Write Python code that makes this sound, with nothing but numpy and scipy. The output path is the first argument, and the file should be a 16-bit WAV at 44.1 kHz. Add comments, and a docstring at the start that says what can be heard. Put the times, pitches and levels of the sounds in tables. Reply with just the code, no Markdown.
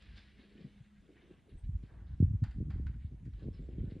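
"""A yard ringed by buildings and trees, with a stereo microphone far from the water trough.
A horse paws the water, which splashes, heaves and gulps, and knocks the trough, three times clearly;
the trough rings and the yard throws the knocks back. A faint low hum sinks away early on, and a small
bird gives a few thin chirps. Wind brushes the microphone at the start and buffets it from about halfway."""
import sys
import numpy as np
from scipy import signal
from scipy.fft import rfft, irfft
from scipy.io import wavfile
from scipy.ndimage import uniform_filter1d

SR = 44100
rng = np.random.default_rng(int(sys.argv[2]) if len(sys.argv) > 2 else 0)


def bounce(signal):
    """Save signal as a 16-bit WAV file at the path given by the first command-line argument."""
    frames = np.transpose(np.atleast_2d(signal))
    limited = np.clip(frames, -1, 1)
    pcm = np.round(limited * 32767).astype(np.int16)
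    wavfile.write(sys.argv[1], SR, pcm)


N = 4 * SR


def amp(db):
    """Decibels to gain."""
    return 10 ** (np.asarray(db) / 20)


def unit(x):
    """Scales to rms 1."""
    return x / np.sqrt(np.mean(x ** 2) + 1e-30)


def read(points, hz):
    """Reads a spectrum on a log-frequency axis."""
    f, value = np.transpose(points)
    return np.interp(np.log(hz + 1), np.log(f + 1), value)


def level(points):
    """Gain per sample from a dB curve."""
    return amp(np.interp(np.arange(N) / SR, *np.transpose(points)))


def add(mix, start, sound):
    """Mixes a sound in at a start in seconds."""
    part = mix[max(round(start * SR), 0):][:len(sound)]
    part += sound[:len(part)]


def colour(x, points):
    """Filters by a dB spectrum."""
    return irfft(rfft(x) * amp(read(points, np.fft.rfftfreq(len(x), 1 / SR))), len(x))


def band(x, low_hz, high_hz, low_slope, high_slope):
    """Band-pass whose skirts fall as powers of frequency."""
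    f = np.fft.rfftfreq(len(x), 1 / SR) + 1
    loss = (1 + (low_hz / f) ** (2 * low_slope)) * (1 + (f / high_hz) ** (2 * high_slope))
    return irfft(rfft(x) / np.sqrt(loss), len(x))


def wander(rate_hz):
    """Smooth random motion of rms 1."""
    f = np.fft.rfftfreq(N, 1 / SR)
    return unit(irfft(rfft(rng.standard_normal(N)) * (f > 0) * np.exp(-(f / rate_hz) ** 2), N))


def strike(t, rise_s, decay_s):
    """Smooth rise, then exponential decay."""
    return np.sin(np.pi / 2 * np.minimum(t / rise_s, 1)) ** 2 * np.exp(-np.maximum(t - rise_s, 0) / decay_s)


# Still air all round the microphone. Each row: frequency in Hz, relative level in dB.
AIR_COLOUR = [(20, -6), (100, 5.5), (260, -1.5), (400, -9.5), (700, -11), (1250, -16.5), (1700, -19.5),
              (3000, -35.5), (4500, -31), (6000, -27.5), (8500, -29.5), (10500, -33), (12500, -42.5),
              (16000, -69.5)]
# How alike that air is left and right. 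Each row: frequency in Hz, likeness from 0 to 1.
AIR_LIKENESS = [(100, 0.6), (300, 0.91), (600, 0.3), (1100, 0), (1600, 1), (3800, .95), (5500, 0.5),
                (12000, 0.1)]

def air(level_db=-70.5, patch_db=2.5):
    """Soft outdoor background whose spectrum drifts in patches."""
    hz = np.fft.rfftfreq(1024, 1 / SR)
    noise = rng.standard_normal((5, N // 256 + 5, len(hz))).transpose(0, 2, 1)
    left, unrelated = noise[0] + 1j * noise[1], noise[2] + 1j * noise[3]
    likeness = np.clip(read(AIR_LIKENESS, hz), 0, 1)[:, None]
    right = likeness * left + np.sqrt(1 - likeness ** 2) * unrelated
    patches = unit(uniform_filter1d(uniform_filter1d(noise[4], size=10, axis=0), size=14, axis=1))
    spectra = np.array([left, right]) * amp(read(AIR_COLOUR, hz)[:, None] + patch_db * patches)
    return amp(level_db) * unit(signal.istft(spectra, nperseg=1024, noverlap=768)[1][:, :N])


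# A hum in the distance, dead centre. Each row: time in seconds, level in dB.
HUM_LEVEL = [(0, -67.5), (.2, -69.5), (.6, -62), (1, -66), (1.2, -77.5), (1.6, -78), (4, -75.5)]

def hum(hz=204.4, waver=0.014):
    """A faint drone that wavers in pitch and level."""
    turns = np.cumsum(hz * (1 + waver * wander(5.8))) / SR
    return unit(np.sin(2 * np.pi * turns) * amp(3.2 * wander(22))) * level(HUM_LEVEL)


def bubbles(per_s=150, decay_cycles=20.8, pitch_rise=0.03):
    """Sparse bubbles that ring longer than drops and rise slightly in pitch."""
    out, t = np.zeros(N), np.arange(4096) / SR
    for when, pitch, size in rng.random((int(per_s * N / SR), 3)):
        hz = 1000 * 4.5 ** pitch
        age = t * hz / decay_cycles
        tone = np.sin(2 * np.pi * hz * t * (1 + pitch_rise * np.tanh(age)))
        add(out, when * N / SR, size * age * np.exp(-age) * tone)
    return unit(out)


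# Falling water as it sounds across the yard. Each row: frequency in Hz, gain in dB.
WATER_COLOUR = [(300, 30), (800, 8.5), (1350, 0), (1650, 6.5), (2400, 3.5), (4000, 3.5), (5200, -0.5),
                (6200, -11), (9000, 4)]

def droplets(per_s=3200, decay_cycles=5.1, spread_db=4.5, bubble_db=-4.5, spray_db=5.5):
    """Drops of many sizes ring briefly among bubbles and fine spray."""
    drops, t = np.zeros(N), np.arange(1024) / SR
    pitches = np.geomspace(600, 9000, num=28)
    for hz in pitches:
        hits = rng.random(N) < per_s / len(pitches) / SR
        sizes = amp(spread_db * np.minimum(rng.exponential(1, N), 4))
        ring = hz * np.sin(2 * np.pi * hz * t) * np.exp(-t * hz / decay_cycles)
        drops += signal.oaconvolve(hits * sizes, ring)[:N]
    shower = unit(drops) + amp(bubble_db) * bubbles() + amp(spray_db) * rng.standard_normal(N)
    return colour(shower, WATER_COLOUR) * amp(1.2 * wander(23))


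# Water running back into the far trough. Each row: time in seconds, level in dB.
TRICKLE_LEVEL = [(0, -67.5), (.6, -76), (1, -79), (1.4, -81), (1.75, -84), (2.4, -85), (3.2, -84),
                 (3.6, -84), (4, -75)]
# The horse pawing the water. Each row: start, rise and decay in seconds, level in dB,
# lower and upper band edge in Hz.
HOOF_SPLASHES = [(.0, 0.015, 0.29, -69.5, 1680, 5440), (0.146, 0.025, 0.055, -60.5, 1500, 5530),
                 (0.369, 0.024, 0.33, -71.5, 1500, 4350), (0.585, 0.025, 0.1, -72, 1490, 5250),
                 (1.13, 0.051, 0.15, -70, 1170, 3570), (1.29, 0.039, 0.049, -71, 794, 3400),
                 (1.479, 0.024, 0.051, -73.5, 1600, 3980), (1.632, 0.012, 0.022, -76, 1800, 4100),
                 (1.825, 0.017, 0.1, -76.5, 1360, 4750), (1.861, 0.059, 0.15, -68, 900, 1780),
                 (2.05, 0.032, 0.077, -78, 1885, 4340), (2.969, 0.066, 0.057, -75.5, 1720, 4100),
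                 (3.332, 0.0035, 0.057, -73, 1510, 4030), (3.351, 0.071, 0.049, -70.5, 1120, 4670),
                 (3.5, 0.055, 0.13, -73, 1570, 4670), (3.678, 0.042, 0.068, -76, 1290, 3500),
                 (3.772, 0.026, 0.072, -76.5, 1400, 3600), (3.884, .03, 0.023, -70, 1520, 4940)]

def splashes(trickle_hz=(1480, 3610)):
    """Each stroke throws up a sheet of drops that rains back into the trough."""
    drops, t = droplets(), np.arange(SR) / SR
    out = unit(band(drops, *trickle_hz, 6.1, 4.2)) * level(TRICKLE_LEVEL)
    for start, rise, decay, db, low_hz, high_hz in HOOF_SPLASHES:
        sheet = np.roll(drops, rng.integers(N))[:SR]
        add(out, start, amp(db) * strike(t, rise, decay) * unit(band(sheet, low_hz, high_hz, 1.8, 6.8)))
    return out


# Heavy water moving in the far trough. Each row: time in seconds, level in dB.
SLOSH_LEVEL = [(0, -72.5), (.3, -75), (.42, -71), (.5, -70), (.58, -62.5), (.68, -59), (.8, -75),
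               (.97, -86.5), (1.05, -67.5), (1.13, -66.5), (1.2, -64), (1.25, -64), (1.33, -64.5),
               (1.42, -83.5), (1.52, -63.5), (1.65, -80.5), (3.3, -76.5), (3.43, -64), (3.55, -67),
               (3.75, -56), (4, -62)]

def slosh(low_hz=223, high_hz=402, lump_db=4.5):
    """The body of water heaves against the trough walls."""
    heave = band(rng.standard_normal(N), low_hz, high_hz, 2, 5)
    return unit(heave * amp(lump_db * wander(15))) * level(SLOSH_LEVEL)


# Knocks from across the yard. Each row: start and rise in seconds, level in dB,
# gain of the ring and slop in dB, lower and upper band edge in Hz.
TROUGH_KNOCKS = [(.02, 0.0034, -62.5, -6.5, 1320, 4900), (1.826, .004, -73.5, 5.5, 1240, 5500),
                 (2.436, .004, -52.5, 0, 615, 6040), (2.507, 0.0034, -64.5, 2.5, 1400, 5200),
                 (2.699, 0.0072, -62, 7, 534, 4760), (2.862, .008, -54, -1.5, 1220, 2680),
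                 (3.25, 0.0053, -69.5, 2.5, 1330, 6050), (3.332, 0.0035, -70, -6.5, 1520, 3500)]
# The trough's modes. Each row: frequency in Hz, relative level in dB, seconds to fall by 60 dB.
TROUGH_MODES = [(848, -4.5, 0.38), (937, -5, .3), (1146, -8.5, 0.31), (1293, -7.5, .18), (1548, 8, 0.15),
                (1823, 7.5, 0.096), (2113, -3.5, .27), (2650, -2.5, 0.13), (3170, -6, 0.38),
                (4230, -9, 0.16), (4710, -6.5, 0.33), (4800, -8, 0.27), (7200, -8.5, .04)]
# The colour of a blow. Each row: frequency in Hz, relative level in dB.
BLOW_COLOUR = [(300, -12.5), (600, -3), (850, -2), (1150, -5.5), (1600, -2.5), (2300, -9.5), (3300, -13.5),
               (4700, -12), (6200, -21), (7200, -12), (9000, -23.5), (13000, -27.5)]

def knocks(crack_decay_s=0.0064, ring_db=-16.5, slop_db=-6, slop_decay_s=0.048):
    """A short crack rings the trough and shakes the water in it."""
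    out, t = np.zeros(N), np.arange(SR // 2) / SR
    for start, rise, db, tail_db, low_hz, high_hz in TROUGH_KNOCKS:
        crack, slop = (unit(colour(rng.standard_normal(len(t)), BLOW_COLOUR)) for _ in range(2))
        slop = band(slop, low_hz, 4450, 0.99, 2.9) * strike(t, rise, slop_decay_s)
        ring = sum(amp(mode_db - 60 * t / t60) * np.sin(2 * np.pi * (hz * t + rng.random()))
                   for hz, mode_db, t60 in TROUGH_MODES)
        tail = amp(ring_db) * ring * np.minimum(t / rise, 1) + amp(slop_db) * slop
        blow = crack * strike(t, rise, crack_decay_s) + amp(tail_db) * tail
        add(out, start, amp(db) * band(blow, low_hz, high_hz, 4.4, 1.9))
    return out


# Stereo width of the far sounds. Each row: frequency in Hz, side gain in dB.
SIDE_COLOUR = [(300, -11.5), (900, -4.5), (1300, 1.5), (1700, -19.5), (3500, -40.5), (4600, -27.5),
               (7000, 1)]

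def early_reflections(x):
    """Scattered early reflections make the two channels differ."""
    scatter = rng.standard_normal(300) * np.hanning(600)[300:]
    side = colour(signal.oaconvolve(x, scatter / np.linalg.norm(scatter))[:N], SIDE_COLOUR)
    return np.array([x + side, x - side])


def yard_echo(x, delay_s=0.071, smear_s=0.004, wall_db=-13, trees_t60_s=0.47, trees_db=-18):
    """One smeared echo off a building and a thin tail from the trees."""
    t = np.arange(SR // 2) / SR
    wall, trees = rng.standard_normal((2, len(t)))
    wall *= (t > delay_s) * np.exp(-abs(t - delay_s) / smear_s)
    trees *= np.minimum(t / 0.023, 1) * amp(-60 * t / trees_t60_s)
    response = amp(wall_db) * wall / np.linalg.norm(wall) + amp(trees_db) * trees / np.linalg.norm(trees)
    return signal.fftconvolve(x, band(response, 300, 5000, 0.55, 2))[:N]


def low_cut(x, hz=87.6, q=2.13):
    """The microphone's bass cut, which rings briefly after each kick of wind."""
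    w = 2 * np.pi * hz
    return signal.lfilter(*signal.bilinear([1, 0, 0], [1, w / q, w ** 2], SR), x)


def bass_lag(x, lag_s=0.00703, corner_hz=240):
    """The bass of a kick arrives late, so each one glides downward."""
    f = np.fft.rfftfreq(len(x), 1 / SR)
    turns = lag_s * corner_hz * (np.exp(-f / corner_hz) - 1)
    return irfft(rfft(x) * np.exp(2j * np.pi * turns), len(x))


# Wind rumble right on the microphone. Each row: time in seconds, level in dB.
RUMBLE_LEVEL = [(0, -65.5), (.08, -51.5), (.14, -51), (.22, -64.5), (.8, -63.5), (1.1, -69.5), (1.46, -72),
                (1.55, -50), (1.61, -59), (1.66, -44.5), (1.76, -46.5), (1.89, -54), (1.98, -47),
                (2.05, -55.5), (2.11, -39.5), (2.18, -51.5), (2.25, -35), (2.5, -42), (2.88, -37.5),
                (2.98, -46.5), (3.22, -49), (3.3, -45), (3.6, -47), (3.8, -38.5), (3.9, -49.5), (4, -48.5)]
# The colour of that rumble. 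Each row: frequency in Hz, relative level in dB.
RUMBLE_COLOUR = [(15, -32.5), (30, -23), (48, 8.5), (75, 2.5), (110, -5), (160, -11), (260, -20),
                 (400, -40.5), (650, -64), (1500, -89)]
# Eddies hitting the microphone. Each row: centre and length in seconds, level in dB,
# vortex frequency in Hz.
EDDIES = [(.09, .04, -54.5, 20), (1.546, 0.03, -47, 9.2), (1.635, 0.014, -38, 19), (1.667, 0.0079, -39, 10),
          (1.691, 0.011, -32, 44), (1.722, 0.014, -39, 23), (1.749, 0.0082, -29, 19),
          (1.833, 0.0047, -40, 86), (2.011, 0.0219, -50, 74), (2.135, 0.011, -37, 14),
          (2.202, 0.0037, -15.5, 71), (2.224, 0.0078, -18, 84), (2.235, 0.012, -24, 31),
          (2.275, 0.013, -32.5, 38), (2.305, 0.014, -30, 38), (2.337, 0.013, -27, 50.3),
          (2.418, 0.012, -27.5, 52.3), (2.433, .012, -27, 58), (2.585, .012, -36, 77),
          (2.606, 0.014, -33.5, 104), (2.627, 0.0068, -31.5, 89), (2.68, 0.027, -42.5, 84),
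          (2.753, 0.011, -39.5, 94), (2.797, 0.0036, -35, 112), (2.858, .012, -41, 57),
          (2.891, 0.0095, -39, 70), (3.045, 0.0096, -36, 54), (3.121, .035, -48.5, 85),
          (3.262, 0.0309, -43.5, 90), (3.342, .012, -43.5, 40), (3.421, 0.031, -51, 210),
          (3.454, .035, -42.5, 134), (3.485, 0.0033, -32.5, 170), (3.505, 0.014, -47, 33),
          (3.594, 0.015, -44.5, 117), (3.687, 0.0051, -41, 195), (3.725, .028, -52.5, 137),
          (3.785, .011, -35, 98), (3.831, 0.013, -32, 96), (3.84, 0.011, -29.5, 43), (3.87, 0.025, -43, 90),
          (3.917, 0.01, -40, 140), (3.955, .025, -45.5, 127)]

def wind(lump_db=3, vortex_gap_s=0.013, spread_db=3.5, eddy_band_hz=(34.9, 440)):
    """Lumpy rumble, and eddies of pressure kicks: the tighter the vortex, the higher it reaches."""
    flow = colour(rng.standard_normal(N), RUMBLE_COLOUR)
    flow /= np.sqrt(uniform_filter1d(flow ** 2, size=2000) + 1e-20)  # even out the noise's own swells
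    out = unit(flow * amp(lump_db * wander(21.5))) * level(RUMBLE_LEVEL)
    t = np.arange(-SR // 8, SR // 8) / SR
    for centre, length, db, hz in EDDIES:
        count = 1 + int(length / vortex_gap_s)
        kicks = np.zeros(len(t))
        for k, (size, turn, late) in enumerate(rng.random((count, 3))):
            arrival = length * (k + late - .5) / count
            pulse = np.exp(2j * np.pi * turn) / (1 + 2j * np.pi * hz * (t - arrival)) ** 2
            kicks += amp(spread_db * (2 * size - 1)) * pulse.real
        eddy = bass_lag(low_cut(band(kicks, *eddy_band_hz, 1.0, 3.15)))
        add(out, centre + t[0], amp(db) * eddy * np.sqrt(length * SR / np.sum(eddy ** 2)))
    return out


def microphone_wind(whistle_hz=9740, whistle_db=-64, side_db=-26):
    """The wind differs a little between the ports; a thin whistle rides on its pressure."""
    pressure = wind()
    whistle = np.sin(2 * np.pi * whistle_hz * np.arange(N) / SR) * wander(120) * pressure
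    return pressure + amp(whistle_db) * whistle + amp(side_db) * wind() * np.array([[1], [-1]])


# Hollow gulps in the far trough. Each row: start and swell in seconds, level in dB,
# first and last pitch in Hz.
TROUGH_GULPS = [(.385, 0.011, -56.5, 417, 240), (0.552, 0.0046, -52.5, 402, 190),
                (0.599, .013, -49.5, 260, 155), (0.64, 0.012, -41, 390, 130), (0.8, 0.011, -47.5, 190, 122),
                (1.021, 0.0058, -64.5, 380, 254), (1.046, 0.008, -56.5, 355, 159),
                (1.154, 0.0076, -65, 397, 322), (1.228, 0.0095, -60, 400, 340),
                (1.303, 0.0079, -51, 442, 324), (1.303, 0.015, -55, 226, 176)]

def gulps(glide_s=0.00516, roughness=0.23):
    """A pocket of air in the heaving water booms briefly while its pitch falls."""
    out, t = np.zeros(N), np.arange(SR // 6) / SR
    for start, swell, db, start_hz, end_hz in TROUGH_GULPS:
        hz = end_hz + (start_hz - end_hz) * np.exp(-t / glide_s)
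        tone = np.sin(2 * np.pi * (np.cumsum(hz) / SR + rng.random()))
        churn = unit(band(rng.standard_normal(len(t)), end_hz, start_hz, 1.7, 6.4))
        envelope = (t / swell * np.exp(1 - t / swell)) ** 3
        add(out, start, amp(db) * envelope * (tone + roughness * churn))
    return out


# A small bird, far off in the leaves. Each row: start and length in seconds, level in dB,
# first and last pitch in Hz.
BIRD_CHIRPS = [(1.463, .06, -87, 10260, 10060), (1.532, 0.015, -80, 8150, 9400),
               (1.56, 0.053, -78, 7360, 8450), (3.518, 0.043, -76, 5340, 5180),
               (3.592, 0.076, -88.5, 8000, 7400)]

def bird(waver=0.015, smear_s=0.017):
    """Thin, unsteady glides that move fast at first, then settle; foliage smears them."""
    out = np.zeros(N)
    for start, length, db, start_hz, end_hz in BIRD_CHIRPS:
        progress = np.arange(0, length, 1 / SR) / length
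        glide = end_hz + (start_hz - end_hz) * (1 - progress) ** 3
        hz = glide * (1 + waver * wander(400)[:len(glide)])
        add(out, start, amp(db) * np.sin(np.pi * progress) * np.sin(2 * np.pi * np.cumsum(hz) / SR))
    t = np.arange(SR // 10) / SR
    leaves = rng.standard_normal(len(t)) * np.exp(-t / smear_s)
    return signal.oaconvolve(out, leaves / np.linalg.norm(leaves))[:N]


def scene(water_echo_db=-16):
    """The distant trough and its echoes, under wind at the microphone."""
    water = splashes() + slosh() + gulps()
    sharp = knocks() + bird()
    far = water + sharp + yard_echo(sharp + amp(water_echo_db) * water)
    return early_reflections(far) + air() + hum() + microphone_wind()


def record(dry):
    """The recorder's band limit."""
    low_pass = signal.firwin(255, cutoff=15500, window=("kaiser", 9), fs=SR)
    return signal.oaconvolve(dry, low_pass[None], "same")


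dry = scene()
out = record(dry)
bounce(out)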